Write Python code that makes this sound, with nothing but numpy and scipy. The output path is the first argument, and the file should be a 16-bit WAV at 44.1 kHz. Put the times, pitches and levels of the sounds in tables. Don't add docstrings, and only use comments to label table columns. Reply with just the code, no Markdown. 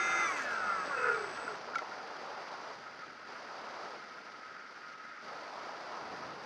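import sys
import numpy as np
from scipy import signal
from scipy.io import wavfile
from scipy.ndimage import uniform_filter1d

SR = 44100
rng = np.random.default_rng(int(sys.argv[2]) if len(sys.argv) > 2 else 0)


def to_wav(s):
    ch = np.atleast_2d(s).T
    pcm = np.round(np.clip(ch, -1, 1) * 32767)
    wavfile.write(sys.argv[1], SR, pcm.astype(np.int16))


def volts_from_decibels(level):
    exponent = np.asarray(level, float) / 20
    return 10 ** exponent


N = 284445
MOTOR_N = int(1.7 * SR)


def rms_one(x):
    return x / np.sqrt(np.mean(x ** 2) + 1e-20)


def in_time(rows):
    s, *columns = np.transpose(rows)
    return [np.interp(np.arange(N) / SR, s, c) for c in columns]


def ramp(start_s, length_s):
    return np.clip((np.arange(N) / SR - start_s) / max(length_s, 1e-3), 0, 1)


def drift(rate_hz):
    r = np.exp(-128 * np.pi * rate_hz / SR)
    slow = signal.lfilter([1], [1, -2 * r, r * r], rng.standard_normal(N // 64 + 502))[500:]
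    return np.interp(np.arange(N) / 64, np.arange(len(slow)), rms_one(slow))


def band(x, low_hz, high_hz, order=2):
    return signal.sosfilt(signal.butter(order, [low_hz, high_hz], "band", fs=SR, output="sos"), x)


def resonate(force, modes, direct_db):
    out = volts_from_decibels(direct_db) * force
    for k, (hz, width_hz, level_db) in enumerate(modes):
        r = np.exp(-np.pi * width_hz / SR)
        ring = signal.lfilter([1, 0, -1], [1, -2 * r * np.cos(2 * np.pi * hz / SR), r * r], force)
        out = out + (-1) ** k * volts_from_decibels(level_db) * (1 - r * r) / 2 * ring
    return out


def rush(spectrum, ref_hz, shared_db, patchy_db):
    points_hz, levels_db = np.transpose(spectrum)
    count = int(3 * np.log2(points_hz[-1] / points_hz[0]))
    edges_hz = np.geomspace(points_hz[0], points_hz[-1], count)
    out, together, white = 0, drift(84), rng.standard_normal((2, N))
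    for k, (low_hz, high_hz) in enumerate(zip(edges_hz, edges_hz[1:])):
        level_db = np.interp(np.log(low_hz * high_hz) / 2, np.log(points_hz), levels_db)
        narrow = band(band(white[k % 2], low_hz, high_hz), low_hz * .9, high_hz * 1.1)
        flicker_db = shared_db * together + patchy_db * drift(11.1)
        out = out + volts_from_decibels(level_db + flicker_db) * narrow
    return out / np.std(band(out, *ref_hz))


SWITCH_HZ = 8021.5


def tones(lines, turns, waver_db):
    t, out = np.arange(len(turns)) / SR, 0
    for switch, order, level_db in lines:
        phase = 2 * np.pi * (switch * SWITCH_HZ * t + order * turns + rng.random())
        out = out + volts_from_decibels(level_db + waver_db * drift(22)[:len(t)]) * np.sin(phase)
    return out


def shaft_tones(orders, turns, waver_db):
    return tones([(0, order, level_db) for order, level_db in orders], turns, waver_db)


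# (time [s], speed [turns/s])
SPEED = [
    (.2, 172.57),
    (.265, 168),
    (.445, 125),
    (.57, 108.5),
    (.82, 90.5),
    (.97, 73.5),
    (1.1, 69.5),
    (1.3, 54),
    (1.5, 30),
]
# (time [s], magnet pull [dB], rocking [dB])
ROTOR = [
    (.3, -39, -62),
    (.42, -45, -49),
    (.535, -49.5, -43),
    (.585, -46.5, -46.5),
    (.68, -47, -38.5),
    (.9, -45, -52),
    (1.08, -36, -34.5),
    (1.33, -53.5, -50),
    (1.49, -50, -55),
]
INERTIA_S = .05
STOP_S, STOP_FADE_S = 1.54, 0.05


def rotor():
    speed_hz = uniform_filter1d(in_time(SPEED)[0], size=int(INERTIA_S * SR), mode="nearest")
    octaves = np.log2(speed_hz / speed_hz[0])
    return speed_hz, octaves, *in_time(ROTOR), -50 * ramp(STOP_S, STOP_FADE_S)


# (frequency [Hz], density [dB/Hz])
HISS = [(30, -51), (60, -46.5), (160, -21), (300, -15.5), (1100, -15), (2200, -19), (3000, -25.5),
        (4200, -24.5), (5400, -26), (6300, -29), (8500, -33.5), (11000, -42.5), (12700, -43)]
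HISS_DB, HISS_FOLLOWS = -58, 0.28
CALM_DB, PROP_HISS_DB = -70, -55.5


def boundary_hiss(eddy_db, octaves, stop_db):
    smooth = volts_from_decibels(HISS_DB + HISS_FOLLOWS * (np.maximum(eddy_db, CALM_DB) + 48.5))
    gain = np.hypot(smooth, volts_from_decibels(PROP_HISS_DB + 2.7 * octaves + stop_db))
    hiss = rush(HISS, (2800, 5500), shared_db=1.34, patchy_db=-0.48)
    cavity = band(band(rng.standard_normal(N), 4480, 5070), 4120, 5500)
    return volts_from_decibels(-1.5) * gain * (hiss + volts_from_decibels(-3.5) * rms_one(cavity))


# (frequency [Hz], width [Hz], level [dB])
WING_HUM = [
    (1271.6, 31.5, 4),
    (1407, 29, 2.5),
    (1500, 66, -4),
    (1612, 143, -5.5),
    (2004, 420, -11.5),
]
HUM_DB, PROP_HUM_DB, HUM_PER_OCTAVE_DB = -48, -45, 9
SHAKE_HUM_DB = 2
HUM_YIELDS = 0.095


def wing_hum(eddy_db, octaves, magnet_db, stop_db):
    propeller = volts_from_decibels(PROP_HUM_DB + HUM_PER_OCTAVE_DB * octaves)
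    driven = np.hypot(propeller, volts_from_decibels(magnet_db + SHAKE_HUM_DB)) * volts_from_decibels(stop_db)
    gain = np.hypot(volts_from_decibels(HUM_DB - HUM_YIELDS * (eddy_db + 53)), driven)
    pressure = volts_from_decibels(1.9 * drift(26)) * band(rng.standard_normal(N), 1087, 2740)
    return volts_from_decibels(-3.5) * gain * rms_one(resonate(pressure, WING_HUM, direct_db=-38))


# (frequency [Hz], density [dB/Hz])
WASH_COLOUR = [(2000, 2), (5000, -19), (6500, 5), (7500, -7), (10000, -14), (11500, -20), (15000, -23)]
WASH_DB, WASH_END_S, WASH_FADE_S = -74, .53, .07


def propeller_wash():
    pulling = 1 - ramp(WASH_END_S, WASH_FADE_S)
    return volts_from_decibels(WASH_DB + 14) * pulling * rush(WASH_COLOUR, (8500, 11000), shared_db=2.5, patchy_db=-2.0)


# (frequency [Hz], density [dB/Hz])
EDDIES = [(21, -59.5), (35, -31), (96, -20), (122, -28), (221, -22.5), (449, -0.5), (689, 4.5), (1200, 2),
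          (1320, -1.5), (2270, -19.5), (3000, -19), (3900, -35.5), (6600, -120)]


def port_eddies(eddy_db, boom_db):
    eddies = volts_from_decibels(eddy_db - 2.5) * rush(EDDIES, (550, 1050), shared_db=-1.25, patchy_db=1.5)
    boom = rms_one(band(rng.standard_normal(N), 131, 730))
    return eddies + volts_from_decibels(eddy_db + boom_db - 10 + 1.2 * drift(30)) * boom


# (time [s], eddies [dB], boom re eddies [dB])
FLOW = [(0, -45.5, -2), (.6, -44.5, -17), (1.1, -46.5, 0.5), (1.6, -46.5, -4.5), (2.45, -45.5, -15),
        (2.73, -47.5, -13), (2.77, -54.5, 4), (3.25, -62, 9), (3.29, -50.5, -2), (3.85, -46, -21),
        (3.96, -50, -8), (3.99, -55, -1), (4.6, -63, 3.5), (5.21, -66, 0), (5.25, -50, 1),
        (5.65, -45.5, -30), (6.1, -46.5, 5.5), (6.45, -50, 4.5)]


def slipstream():
    eddy_db, boom_db = in_time(FLOW)
    _, octaves, magnet_db, _, stop_db = rotor()
    steady = boundary_hiss(eddy_db, octaves, stop_db) + wing_hum(eddy_db, octaves, magnet_db, stop_db)
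    return port_eddies(eddy_db, boom_db) + steady + propeller_wash()


# (time [s], peak [dB], brightness [dB], ring [Hz], ring t60 [s])
KNOCKS = [(0.909, -33, -44, 1130, 0.032), (1.0405, -19, -40, 1420, .016), (1.068, -20, -40, 1410, .02),
          (1.0965, -19, -40, 1390, .024), (1.085, -26, -41, 1355, 0.05), (1.261, -43, -30, 1410, 0.026),
          (1.387, -35, -29, 1350, 0.034), (1.4782, -28.5, -30, 1390, .033), (1.513, -36, -30, 1400, 0.048),
          (1.553, -44, 4, 1280, .02), (1.735, -37.5, -26, 1400, 0.1), (1.747, -29.5, -20, 1500, 0.013),
          (1.7545, -33, 0, 2240, 0.036), (1.756, -23.5, -20, 1360, 0.058), (1.783, -34.5, 1.5, 2070, .039),
          (1.79, -29.5, -19, 1364, .04), (1.819, -36, -14, 1025, 0.013), (1.918, -36, -30, 1390, 0.056)]
GIVE_S, GIVE_S_PER_DB = .004, .0003


def knocks():
    out, t = np.zeros(N), np.arange(4000) / SR
    grits = rng.standard_normal((len(KNOCKS), 4000))
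    for (s, peak_db, bright_db, ring_hz, t60_s), grit in zip(KNOCKS, grits):
        rise_s = max(GIVE_S + GIVE_S_PER_DB * (peak_db + 22), .0015)
        swell = np.sin(np.pi / 2 * np.minimum(t / rise_s, 1)) ** 2
        decay = volts_from_decibels(-60 * np.maximum(t - rise_s, 0) / t60_s)
        ring = swell * decay * np.sin(2 * np.pi * ring_hz * t)
        crack = volts_from_decibels(bright_db) * band(grit * swell * np.exp(-t / 0.0044), 1500, 7000)
        at = int(s * SR)
        out[at:at + len(t)] += volts_from_decibels(peak_db) * (ring + crack)
    return out


# (shaft order, level [dB])
BLADE_ORDERS = [
    (1, -9.5),
    (2, 1),
    (3, -6),
    (.5, -14.5),
]
THRUM_DB, THRUM_PER_OCTAVE_DB = -55, 8.5


def blade_thrum(turns, octaves, stop_db):
    gain = volts_from_decibels(THRUM_DB + THRUM_PER_OCTAVE_DB * octaves + stop_db)
    return gain * shaft_tones(BLADE_ORDERS, turns, waver_db=-3.5)


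RATTLE_DB, RATTLE_PER_OCTAVE_DB = -43.5, 2.5


def bearing_rattle(turns, octaves, stop_db):
    level_db = RATTLE_DB + RATTLE_PER_OCTAVE_DB * octaves + stop_db
    slap = 1 + .9 * np.cos(2 * np.pi * turns)
    return volts_from_decibels(level_db + 1.5 * drift(60)[:MOTOR_N]) * slap * rng.standard_normal(MOTOR_N)


# (multiple of switching tone, shaft order, level [dB])
DRIVE_LINES = [(0, 7, -6), (0, 7.3, -5.5), (0, 8, 3), (0, 9.71, -3.5), (0, 12, 3.5), (0, 13, -9),
               (0, 15, -14), (0, 21, -7), (0, 34, -19), (0, 35, -14.5), (0, 36, -23), (0, 42, -13.5),
               (1, -42, -8), (1, -38, -11.5), (1, -35, -11), (1, -36, -20), (1, -14, -18.5),
               (1, -13.5, -16.5), (1, -10.5, -12.5), (1, -7, -28), (-1, 63, -16.5), (-1, 84, -10)]
CURRENT_DB, CUT_S, CUT_DB_PER_S, IDLE_DB = -40.5, 0.26, 204, -90


def drive_current(turns, stop_db):
    fall_db = CUT_DB_PER_S * (np.arange(MOTOR_N) / SR - CUT_S)
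    drive_db = np.clip(CURRENT_DB - fall_db, IDLE_DB, CURRENT_DB) + stop_db
    current = volts_from_decibels(drive_db + 2.5) * tones(DRIVE_LINES, turns, waver_db=2.0)
    sizzle = current * volts_from_decibels(np.clip(.7 * (drive_db[0] - drive_db), 0, 14))
    return band(current, 300, 3300) + band(sizzle, 5830, 6950, order=6)


# (shaft order off the whistle, level [dB])
SWITCH_SIDES = [
    (0, 1),
    (-7, -20.5),
    (-14, -17.5),
    (7, -21),
]
WHISTLE_DB, BRAKE_WHISTLE_DB = -64, -69
PAUSE_S, PAUSE_LENGTH_S, RETURN_S = .39, .07, .1
BRAKE_SWELL_DB, BRAKE_FADE_S = 6, 0.15


def switching_whistle(turns, octaves, magnet_db):
    driving = 1 - ramp(PAUSE_S - .02, 0.018)[:MOTOR_N]
    braking = ramp(PAUSE_S + PAUSE_LENGTH_S, RETURN_S)[:MOTOR_N]
    taper = 1 - ramp(STOP_S + STOP_FADE_S - BRAKE_FADE_S, BRAKE_FADE_S)[:MOTOR_N]
    swell = volts_from_decibels(-BRAKE_SWELL_DB * np.clip(octaves + 1, -.5, .5) * braking)
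    gain = (volts_from_decibels(WHISTLE_DB) * driving + volts_from_decibels(BRAKE_WHISTLE_DB) * braking) * taper * swell
    lines = [(1, order, level_db) for order, level_db in SWITCH_SIDES]
    carrier = tones(lines[:1], turns, waver_db=1.0)
    sides = volts_from_decibels(np.minimum(magnet_db + 43, 3)) * tones(lines[1:], turns, waver_db=2.5)
    return volts_from_decibels(17) * gain * (carrier + sides)


# (shaft order, level [dB])
MAGNET_ORDERS = [(7, 5), (14, 5), (15, -17), (18, -2.5), (21, -6), (24.5, -8), (28, -30), (35, -5.5),
                 (36, -11), (38, -11.5)]
# (shaft order, level [dB])
PLAY_ORDERS = [(6, -2.5), (6.5, -3), (12, 4.5), (12.5, 3), (15.5, -17.5), (19, -14), (20, -11.5),
               (20.5, -7.5), (21.5, -8), (22, -19)]
WOBBLE = .4


def magnet_force(turns, magnet_db, play_db):
    pull = volts_from_decibels(magnet_db - 7.0) * shaft_tones(MAGNET_ORDERS, turns, waver_db=1.0)
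    pull *= 1 + WOBBLE * ramp(PAUSE_S, RETURN_S)[:MOTOR_N] * np.cos(np.pi * turns)
    return pull + volts_from_decibels(play_db - 10.0) * shaft_tones(PLAY_ORDERS, turns, waver_db=3.5)


# (frequency [Hz], width [Hz], level [dB])
AIRFRAME = [(426, 69, 4.5), (783, 270, -7.5), (1127, 41, 6), (1264, 100, 9), (1390, 95, 17.5),
            (1633, 70, 15), (1722, 52, 13.5), (2080, 130, 9), (2303, 24, 12), (2592, 39, 17.5)]


def motor():
    speed_hz, octaves, magnet_db, play_db, stop_db = (c[:MOTOR_N] for c in rotor())
    magnet_db, play_db = magnet_db + stop_db, play_db + stop_db
    turns = np.cumsum(speed_hz) / SR
    rattle = bearing_rattle(turns, octaves, stop_db)
    force = magnet_force(turns, magnet_db, play_db) + band(rattle, 300, 4100)
    shaken = band(resonate(force, AIRFRAME, direct_db=-11.0), 250, 1970)
    direct = volts_from_decibels(-5.5) * band(rattle, 5700, 6600) + blade_thrum(turns, octaves, stop_db)
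    direct = direct + drive_current(turns, stop_db) + switching_whistle(turns, octaves, magnet_db)
    return np.pad(shaken + direct, (0, N - MOTOR_N))


def scene():
    return (slipstream() + knocks() + motor())[None]


def low_pass(x):
    return signal.sosfilt(signal.butter(12, 15140, fs=SR, output="sos"), x)


PORT_HZ, PORT_LOSS_DB = 6480, -14


def record(dry):
    passed = signal.sosfiltfilt(signal.butter(10, PORT_HZ, fs=SR, output="sos"), dry)
    return low_pass(passed + volts_from_decibels(PORT_LOSS_DB) * (dry - passed))


dry = scene()
out = record(dry)
to_wav(out)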